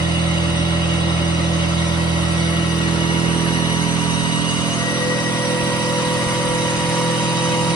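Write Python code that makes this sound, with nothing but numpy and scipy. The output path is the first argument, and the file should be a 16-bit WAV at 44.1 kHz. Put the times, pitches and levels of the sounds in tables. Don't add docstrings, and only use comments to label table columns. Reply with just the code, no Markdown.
import sys
import numpy as np
from scipy import signal
from scipy.fft import irfft
from scipy.io import wavfile
from scipy.ndimage import uniform_filter1d

SR = 44100
rng = np.random.default_rng(int(sys.argv[2]) if len(sys.argv) > 2 else 0)


def wav_out(sig):
    wavfile.write(sys.argv[1], SR, np.round(np.clip(np.atleast_2d(sig).T, -1, 1) * 32767).astype(np.int16))


N = 341775

# (time [s], rate [firings/s])
SPEED = [(0.0, 41.603), (0.78, 41.61), (1.55, 41.584), (2.33, 41.579), (3.1, 41.565), (3.88, 41.582),
         (4.65, 41.62), (5.42, 41.645), (6.2, 41.671), (6.98, 41.646), (7.75, 41.617)]
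# (time [s], ...)
STOPS_S = (2.2, 3.3, 4.4, 5.5, 7.6)

EXHAUST_ORDERS = (2, 3, 4, 5, 6, 7, 8, 9, 10, 14)
# (level of each order [dB], ...)
EXHAUST_DB = [(-26, -29, -22, -34.5, -53, -41, -32, -54.5, -38.5, -36),
              (-31, -29.5, -19.5, -29, -33, -34.5, -30.5, -47.5, -38.5, -58),
              (-37, -31, -18.5, -29.5, -33.5, -31.5, -38.5, -46, -40.5, -45),
              (-47, -30, -30, -31.5, -34.5, -35, -34, -41, -46, -42),
              (-48, -30, -24, -34.5, -39.5, -36, -31.5, -43.5, -48, -43)]
# (side left-right [dB], side left lead [rad], front left-right [dB], front left lead [rad])
EXHAUST_EARS = [(-5, -.4, -10, -.6), (-3, -.1, -4, .3), (-3, -.2, -2, .9), (-1, -1.3, -4, -.5),
                (-1, .5, -5, -1.2), (-8, -1.2, -6, -.1), (-1, -.7, -5, .7), (-2, 0, -2, 0),
                (-1, 2.7, -4, -2.2), (-3, -.1, -1, 0)]
SMEAR = [(-3.5, 2.78, .4), (-4.2, 1.6, -.2), (-4.5, 1.36, -.33), (-4.3, 1.25, -.42), (-4.1, 1.25, -.44)]
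SMEAR_KNEE_ORDERS, SMEAR_SLOPE = 4, 6

# (time [s], roar [dB], hiss [dB])
WALK = [(.1, -38, -43), (1.7, -37.5, -42.5), (2.6, -37.5, -40.5), (3.9, -38.5, -39.5), (5.2, -40, -38.5),
        (6.4, -40, -38), (7.65, -39.5, -38)]
# (frequency [Hz], density [dB per Hz])
ROAR_SIDE = [(15, -60), (25, -22), (58, -16), (165, -12.5), (208, -18.5), (270, -10.5), (342, -12),
             (394, -21.5), (575, -14), (879, -21.5), (1310, -18), (1620, -24.5), (1910, -18), (2370, -22),
             (5800, -28.5), (7000, -37), (9100, -96), (15400, -120)]
ROAR_CORNER = [(15, -68), (25, -18), (173, -9.5), (304, -9.5), (342, -17), (413, -13), (819, -23),
               (944, -17), (2310, -20.5), (2930, -21), (3370, -23.5), (5940, -23.5), (7000, 0), (9100, -83),
               (15400, -120)]
ROAR_FRONT = [(15, -60), (25, -18), (140, -7.5), (334, -11), (413, -17), (499, -11), (632, -16), (879, -18),
              (966, -13.5), (1040, -14.5), (1590, -18.5), (1910, -16), (2370, -18.5), (3880, -23),
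              (4750, -19.5), (5550, -21.5), (7000, -18), (9100, -75), (15400, -120)]
# (frequency [Hz], width [Hz], boost [dB])
RINGS = [(530, 25, 3), (1190, 250, 0), (1360, 200, 1), (2145, 62, 6), (2900, 730, 6.5), (3500, 180, 5),
         (3830, 250, 7.5), (5760, 21, 20)]
# (frequency [Hz], likeness [0-1], left lead [rad], left-right [dB])
ROAR_PAIR = [(45, .85, 0, -1), (100, .68, -.1, -1.7), (200, .65, -.3, -3), (350, .75, .3, -3.5),
             (450, .5, .4, -1), (1100, .55, .6, 2), (1700, .2, 1.8, 0), (2400, .3, 3.3, -1),
             (2900, .35, 4.3, -1.5), (3500, .5, 3.3, -1), (4400, .55, 6.4, -1.5), (5600, .25, 4.6, -3.5),
             (6300, .4, 3.4, -1)]
ROAR_TOP_HZ = 6250

TEETH, TOOTH_ORDERS = 23, (1, 2, 3, 4, 5, 6)
# (level of each tooth multiple [dB], ...)
GEARS_DB = [(-46.5, -38, -34.5, -43, -47, -47), (-35.5, -33, -35.5, -48, -50, -48),
            (-30.5, -32.5, -37, -36, -49, -45), (-31.5, -33.5, -37.5, -42.5, -50, -45),
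            (-28.5, -38, -41.5, -39.5, -45, -47)]
# (left-right of each tooth multiple [dB], ...)
GEAR_PANS_DB = [(-1, -1, -2, -3, -2, -3), (1, -3, -2, -2, -2, -5)]
GEAR_LEADS_RAD = [(.9, -2.2, -2, 1.2, 0, .6), (.6, -2.8, -1, 2.2, 0, -1.7), (1.3, -3.1, -.9, 4.6, 0, -1.8),
                  (0, -5.3, -1.8, 4.6, 0, -3), (.4, -5.1, .2, 5.8, 0, -4)]
WOBBLE_TURNS = .309
KICK_ORDERS = (1, 2, 3, 6)
KICK_RAD = (0.028, 0.046, 0.031, 0.05)

BEATING_RATIOS = (12.048, 12, 13.595, 13.5, 16.368, 27.755)
# (level of each tone [dB], ...)
BEATING_DB = [(-40, -50.5, -40, -67, -44.5, -44), (-39, -57, -38.5, -65, -53, -41),
              (-45, -67, -44.5, -48, -41, -41), (-28.5, -40, -35, -38, -42.5, -41),
              (-28, -40, -36, -48, -45, -40)]
# (side left-right [dB], side left lead [rad], front left-right [dB], front left lead [rad])
BEATING_EARS = [(-1, 2.0, 0, .7), (1, .8, 0, .7), (3, .4, -3, -.1), (0, .5, 1, 0), (-1, .2, -5, .5),
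                (2, 2.5, 2, .7)]
# (time [s], ...)
BEATING_CRESTS_S = (7.05, 7.05, 6.45, 6.45, 1, 1)

# (frequency [Hz], density [dB per Hz])
HISS = [(6000, -40), (6300, -2), (6630, 3), (6900, -1), (7150, -2), (7550, 1.5), (7900, -1), (8700, 0),
        (9700, -1.5), (10200, -4), (11000, -5.5), (11600, -8)]
# (frequency [Hz], likeness [-1 to 1])
HISS_PAIR = [(6300, -.3), (6750, -.5), (6900, -1), (7500, -.98), (8150, 0), (8600, .99), (10100, 1),
             (10450, 0), (10900, -1)]
BELT_TURNS = .767

CLATTER_RATES = (WOBBLE_TURNS, .5, 1)
# (level [dB], spread of partials [dB], fade within a turn [neper])
CLATTER = [(-37, 5.5, 1.3), (-45, 5, .6), (-41, 3.5, 1.5)]
# (frequency [Hz], density [dB per Hz])
CLATTER_COLOURS = [
    [(300, -18), (420, 2), (600, 1.5), (900, 3.5), (1300, 0), (2000, -17.5), (3500, -6), (6200, -17)],
    [(300, -30), (420, -9), (700, 3), (1500, -22), (3000, -7), (6200, -6)],
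    [(500, -28), (700, -4.5), (1200, 0.5), (2000, -2.5), (2900, -8), (4000, -13), (6200, 1)],
]
PLAY_S = 3e-5
KNOCK_RISE_TURNS = .03

# (firing multiple, level beside the car [dB], level in front [dB])
FAINT = [(3.5, -49, -41), (11.0, -50, -45), (11.5, -41, -50), (12.97, -47, -46), (16.0, -46, -52),
         (17.0, -47, -54), (18.0, -48, -50), (20.0, -48, -46), (25.0, -44, -45), (28.08, -48, -45),
         (31.51, -46, -52), (32.44, -44, -47), (44.79, -51, -48), (49, -55, -51), (50, -55, -51),
         (51.75, -47, -49), (60, -55, -51), (61, -55, -52), (63, -54, -51), (71, -51, -49), (72, -50, -46),
         (75, -52, -48), (94, -53, -50)]
# (time [s], pitch [Hz], half length to 1/e [s], left change [dB], right change [dB])
SWELLS = [(2.22, 2872, 0.55, -5, -7.5), (2.54, 681, 0.18, 12, 7), (2.56, 1915, 0.47, 5, 4),
          (2.7, 1915, 0.2, 0, -16), (2.15, 3830, .3, 0, -2), (2.8, 620, 0.23, 2, -6),
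          (2.93, 958, 0.18, 5, -1), (2.65, 958, .25, -5, -6), (4.3, 5745, .4, -7, -2),
          (4.87, 310, 0.25, 6, 5), (3.3, 478, 0.4, 3, 3), (2.61, 2872, .15, 4, 5), (3.3, 457, 0.13, 9, 7),
          (3.7, 360, 0.15, 11, 10), (3.5, 416, 0.8, 5, 2.5), (3.8, 390, .12, 6, 3),
          (3.2, 333, 0.77, -2.5, 4), (4.3, 333, 0.4, -16, -18), (3.7, 166, 0.74, -8.5, -1.5),
          (4.55, 166, 0.45, -21, -2.5), (4.5, 2872, 0.13, 5.5, 8), (4.78, 681, 0.14, 11, 4.5),
          (4.88, 958, 0.43, -7.5, -16), (5.04, 502, 0.2, 9.5, 6.5), (5.01, 1915, 0.35, 8.5, -2),
          (5.44, 2872, 0.37, -6.5, -9), (4.9, 3830, 0.48, -2.5, -7), (5.9, 681, 0.13, -2, -7),
          (4.6, 1915, .2, -7, -3.5), (2.03, 958, 0.26, 5, 8.5), (4.24, 958, 0.33, 1, -1.5),
          (3.28, 410, .13, 10, 10), (4.85, 2872, .2, -2, 0.5)]
EDGE_HZ = 11750


def exhaust():
    turn, delay, smear = np.transpose(SMEAR)[:, :, None]
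    step = np.array(EXHAUST_ORDERS) - 4
    beyond = (step - SMEAR_KNEE_ORDERS).clip(0)
    bend = np.minimum(step ** 2, SMEAR_KNEE_ORDERS ** 2 + SMEAR_SLOPE * beyond)
    start = np.unwrap(turn + delay * step + smear * bend, axis=0)
    return tones(EXHAUST_ORDERS, EXHAUST_DB, *paired(EXHAUST_EARS), walked(start),
                 waver_db=0.49, waver_rad=0.03, waver_hz=20)


def roar_shape(hz, t):
    places = (ROAR_SIDE, ROAR_CORNER, ROAR_FRONT)
    place_s = [STOPS_S[0], np.mean(STOPS_S[:-1]), STOPS_S[-2]]
    shares = [np.interp(t, place_s, one) for one in np.eye(len(places))]
    rings = sum(boost / (1 + (2 * (hz - f) / width) ** 2) for f, width, boost in RINGS)
    top_cut = 10 * np.log10(1 + (hz / ROAR_TOP_HZ) ** 120)
    blend = sum(across(p, hz).T * share for p, share in zip(places, shares))
    return blend + (rings - top_cut)[:, None] + along(WALK, t)[0]


def roar():
    def same(hz):
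        return across(ROAR_PAIR, hz)[0]

    def turn(hz):
        _, lead, pan_db = across(ROAR_PAIR, hz)
        return amp(pan_db) * np.exp(1j * lead)

    sound = noise(roar_shape, same, turn, patchy_db=2.5, comb_db=1.6)
    turns = 2 * np.pi * firings()
    puff = 1 + 0.012 * np.cos(turns) + 0.0092 * np.cos(2 * turns) + 0.038 * np.cos(4 * turns)
    puff = puff + 0.026 * np.cos(WOBBLE_TURNS * turns)
    return amp(12.5) * evened(sound) * amp(np.mean(WALK, axis=0)[1]) * puff


def gears():
    turns, order = 2 * np.pi * firings(), np.array(TOOTH_ORDERS)
    kicks = sum(rad * np.cos(k * turns + rng.uniform(0, 2 * np.pi)) for k, rad in zip(KICK_ORDERS, KICK_RAD))
    backlash = 0.084 * waver(count=1, hz=60.05)[0]
    rock_rad = 0.22 * np.cos(WOBBLE_TURNS * turns) + kicks + backlash
    start = rng.uniform(0, 2 * np.pi, (len(order), 1)) + order[:, None] * rock_rad
    slow_load = 0.15 * np.cos(WOBBLE_TURNS * turns + rng.uniform(0, 2 * np.pi))
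    load = 1 + slow_load + 0.12 * np.cos(turns)
    return load * tones(TEETH * order, GEARS_DB, side_to_front(*GEAR_PANS_DB), GEAR_LEADS_RAD, start,
                        waver_db=1.5, waver_rad=0.17, waver_hz=22.12)


def beating_tones():
    crest_firings = np.interp(BEATING_CRESTS_S, np.arange(N) / SR, firings())
    start = -2 * np.pi * np.multiply(BEATING_RATIOS, crest_firings)
    return tones(BEATING_RATIOS, BEATING_DB, *paired(BEATING_EARS), start,
                 waver_db=0.86, waver_rad=0.19, waver_hz=7.1)


def hiss():
    def shape(hz, t):
        return across(HISS, hz).T + along(WALK, t)[1]

    def same(hz):
        return across(HISS_PAIR, hz)[0]

    sound = noise(shape, same, np.ones_like, patchy_db=2.0, comb_db=-4.0)
    turns = 2 * np.pi * firings()
    belt = BELT_TURNS * turns
    throb = 1 + 0.09 * np.cos(belt) + 0.021 * np.cos(2 * belt) + 0.023 * np.cos(turns)
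    return amp(6.5) * evened(sound) * amp(np.mean(WALK, axis=0)[2]) * throb


def clatter():
    turns, out, size = firings(), np.zeros((2, N)), 16384
    shares = np.sqrt(walked(np.eye(len(STOPS_S))))
    late = turns + PLAY_S * SPEED[0][1] * waver(count=1, hz=18)[0]
    phase = np.arange(size) / size
    for rate, (db, spread_db, fade), colour in zip(CLATTER_RATES, CLATTER, CLATTER_COLOURS):
        hz = np.arange(size // 2 + 1) * rate * SPEED[0][1]
        same, lead, pan_db = across(ROAR_PAIR, hz)
        a, b, c, d, uneven = rng.standard_normal((5, len(STOPS_S), len(hz)))
        right = a + 1j * b
        left = same * right + np.sqrt(1 - same ** 2) * (c + 1j * d)
        left = left * amp(pan_db) * np.exp(1j * lead)
        partials = (hz < ROAR_TOP_HZ) * amp(across(colour, hz)[0] + spread_db * uneven)
        knock = irfft(np.array([left, right]) * partials)
        shape = np.exp(-fade * phase) + (np.exp(-fade) - 1) * np.exp(-phase / KNOCK_RISE_TURNS)
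        knock = evened(knock * shape).astype(np.float32)
        place = (rate * late % 1 * size).astype(int)
        out += amp(db) * np.einsum("csn,sn->cn", knock[:, :, place], shares)
    return out


def faint_tones():
    multiple, beside, front = np.transpose(FAINT)
    _, lead, pan_db = across(ROAR_PAIR, multiple * SPEED[0][1])
    lead = lead + 2.02 * rng.standard_normal((len(STOPS_S), len(FAINT)))
    start = rng.uniform(0, 2 * np.pi, len(FAINT))
    return tones(multiple, side_to_front(beside, front), side_to_front(pan_db, pan_db), lead, start,
                 waver_db=0.22, waver_rad=0.095, waver_hz=10)


def tones(multiples, levels, pans, leads, start, waver_db, waver_rad, waver_hz):
    turns, out = firings(), np.zeros((2, N))
    swings, slips = waver(2 * len(multiples), waver_hz).reshape(2, -1, N)
    rows = zip(multiples, walked(levels), walked(pans), walked(leads), start, swings, slips)
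    for k, db, pan_db, lead, rad, swing, slip in rows:
        fuzz = (k / multiples[0]) ** 0.53
        angle = 2 * np.pi * k * turns + rad + waver_rad * fuzz * slip
        pan = amp(pan_db)
        right = np.sqrt(2 / (1 + pan ** 2))
        level_db = db + waver_db * fuzz * swing + swells(k * SPEED[0][1])
        size = np.sqrt(2) * amp(level_db) * right
        out += size * np.array([pan * np.cos(angle + lead), np.cos(angle)])
    return out


def swells(hz):
    t, out = np.arange(N) / SR, 0
    for s, swell_hz, half, *db in SWELLS:
        if abs(np.log(swell_hz / hz)) < .008:
            out = out + np.outer(db, np.exp(-((t - s) / half) ** 2))
    return out


def noise(shape, same, turn, patchy_db, comb_db):
    frames, hz = N // 512 + 5, np.fft.rfftfreq(2048, 1 / SR)
    a, b, c, d, patches, comb = rng.standard_normal((frames, 1025, 6)).T
    patches = uniform_filter1d(uniform_filter1d(patches, size=8, axis=0), size=2, axis=1)
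    comb = uniform_filter1d(uniform_filter1d(comb, size=5, axis=0), size=90, axis=1)
    flicker = patchy_db * (1 + 0.2 * np.log(1 + hz / 2000))[:, None] * evened(patches)
    ripple = comb_db * evened(comb)
    same, right = np.clip(same(hz), -1, 1)[:, None], a + 1j * b
    left = (same * right + np.sqrt(1 - same ** 2) * (c + 1j * d)) * turn(hz)[:, None]
    level_db = shape(hz, np.arange(frames) * 512 / SR) + flicker + ripple
    spectra = np.array([left, right]) * amp(level_db)
    return signal.istft(spectra, nperseg=2048, noverlap=1536)[1][:, :N]


def firings():
    return np.cumsum(along(SPEED, np.arange(N) / SR)[0]) / SR


def waver(count, hz):
    steps = round(N / SR * 2 * hz) + 2
    knots = rng.standard_normal((count, steps))
    place = np.linspace(0, steps - 1, N)
    return np.array([np.interp(place, np.arange(steps), row) for row in knots])


def walked(rows):
    return along(np.column_stack([STOPS_S, rows]), np.arange(N) / SR)


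def side_to_front(beside, front):
    return np.vstack([np.linspace(beside, front, len(STOPS_S) - 1), front])


def paired(ears):
    pan_side, lead_side, pan_front, lead_front = np.transpose(ears)
    return side_to_front(pan_side, pan_front), side_to_front(lead_side, lead_front)


def along(table, t):
    s, *columns = np.transpose(table)
    return np.array([np.interp(t, s, c) for c in columns])


def across(table, hz):
    return along([(np.log(f), *rest) for f, *rest in table], np.log(hz + 1))


def amp(db):
    return np.exp(np.asarray(db) * (np.log(10) / 20))


def evened(x):
    return x / np.sqrt(np.mean(x ** 2) + 1e-20)


def scene():
    return exhaust() + roar() + gears() + beating_tones() + hiss() + clatter() + faint_tones()


def record(dry):
    lean = signal.sosfilt(signal.butter(2, 36.0, "high", fs=SR, output="sos"), dry)
    band = signal.firwin(511, EDGE_HZ, window=("kaiser", 9), fs=SR)
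    return signal.oaconvolve(lean, band[None], "same")


dry = scene()
out = record(dry)
wav_out(out)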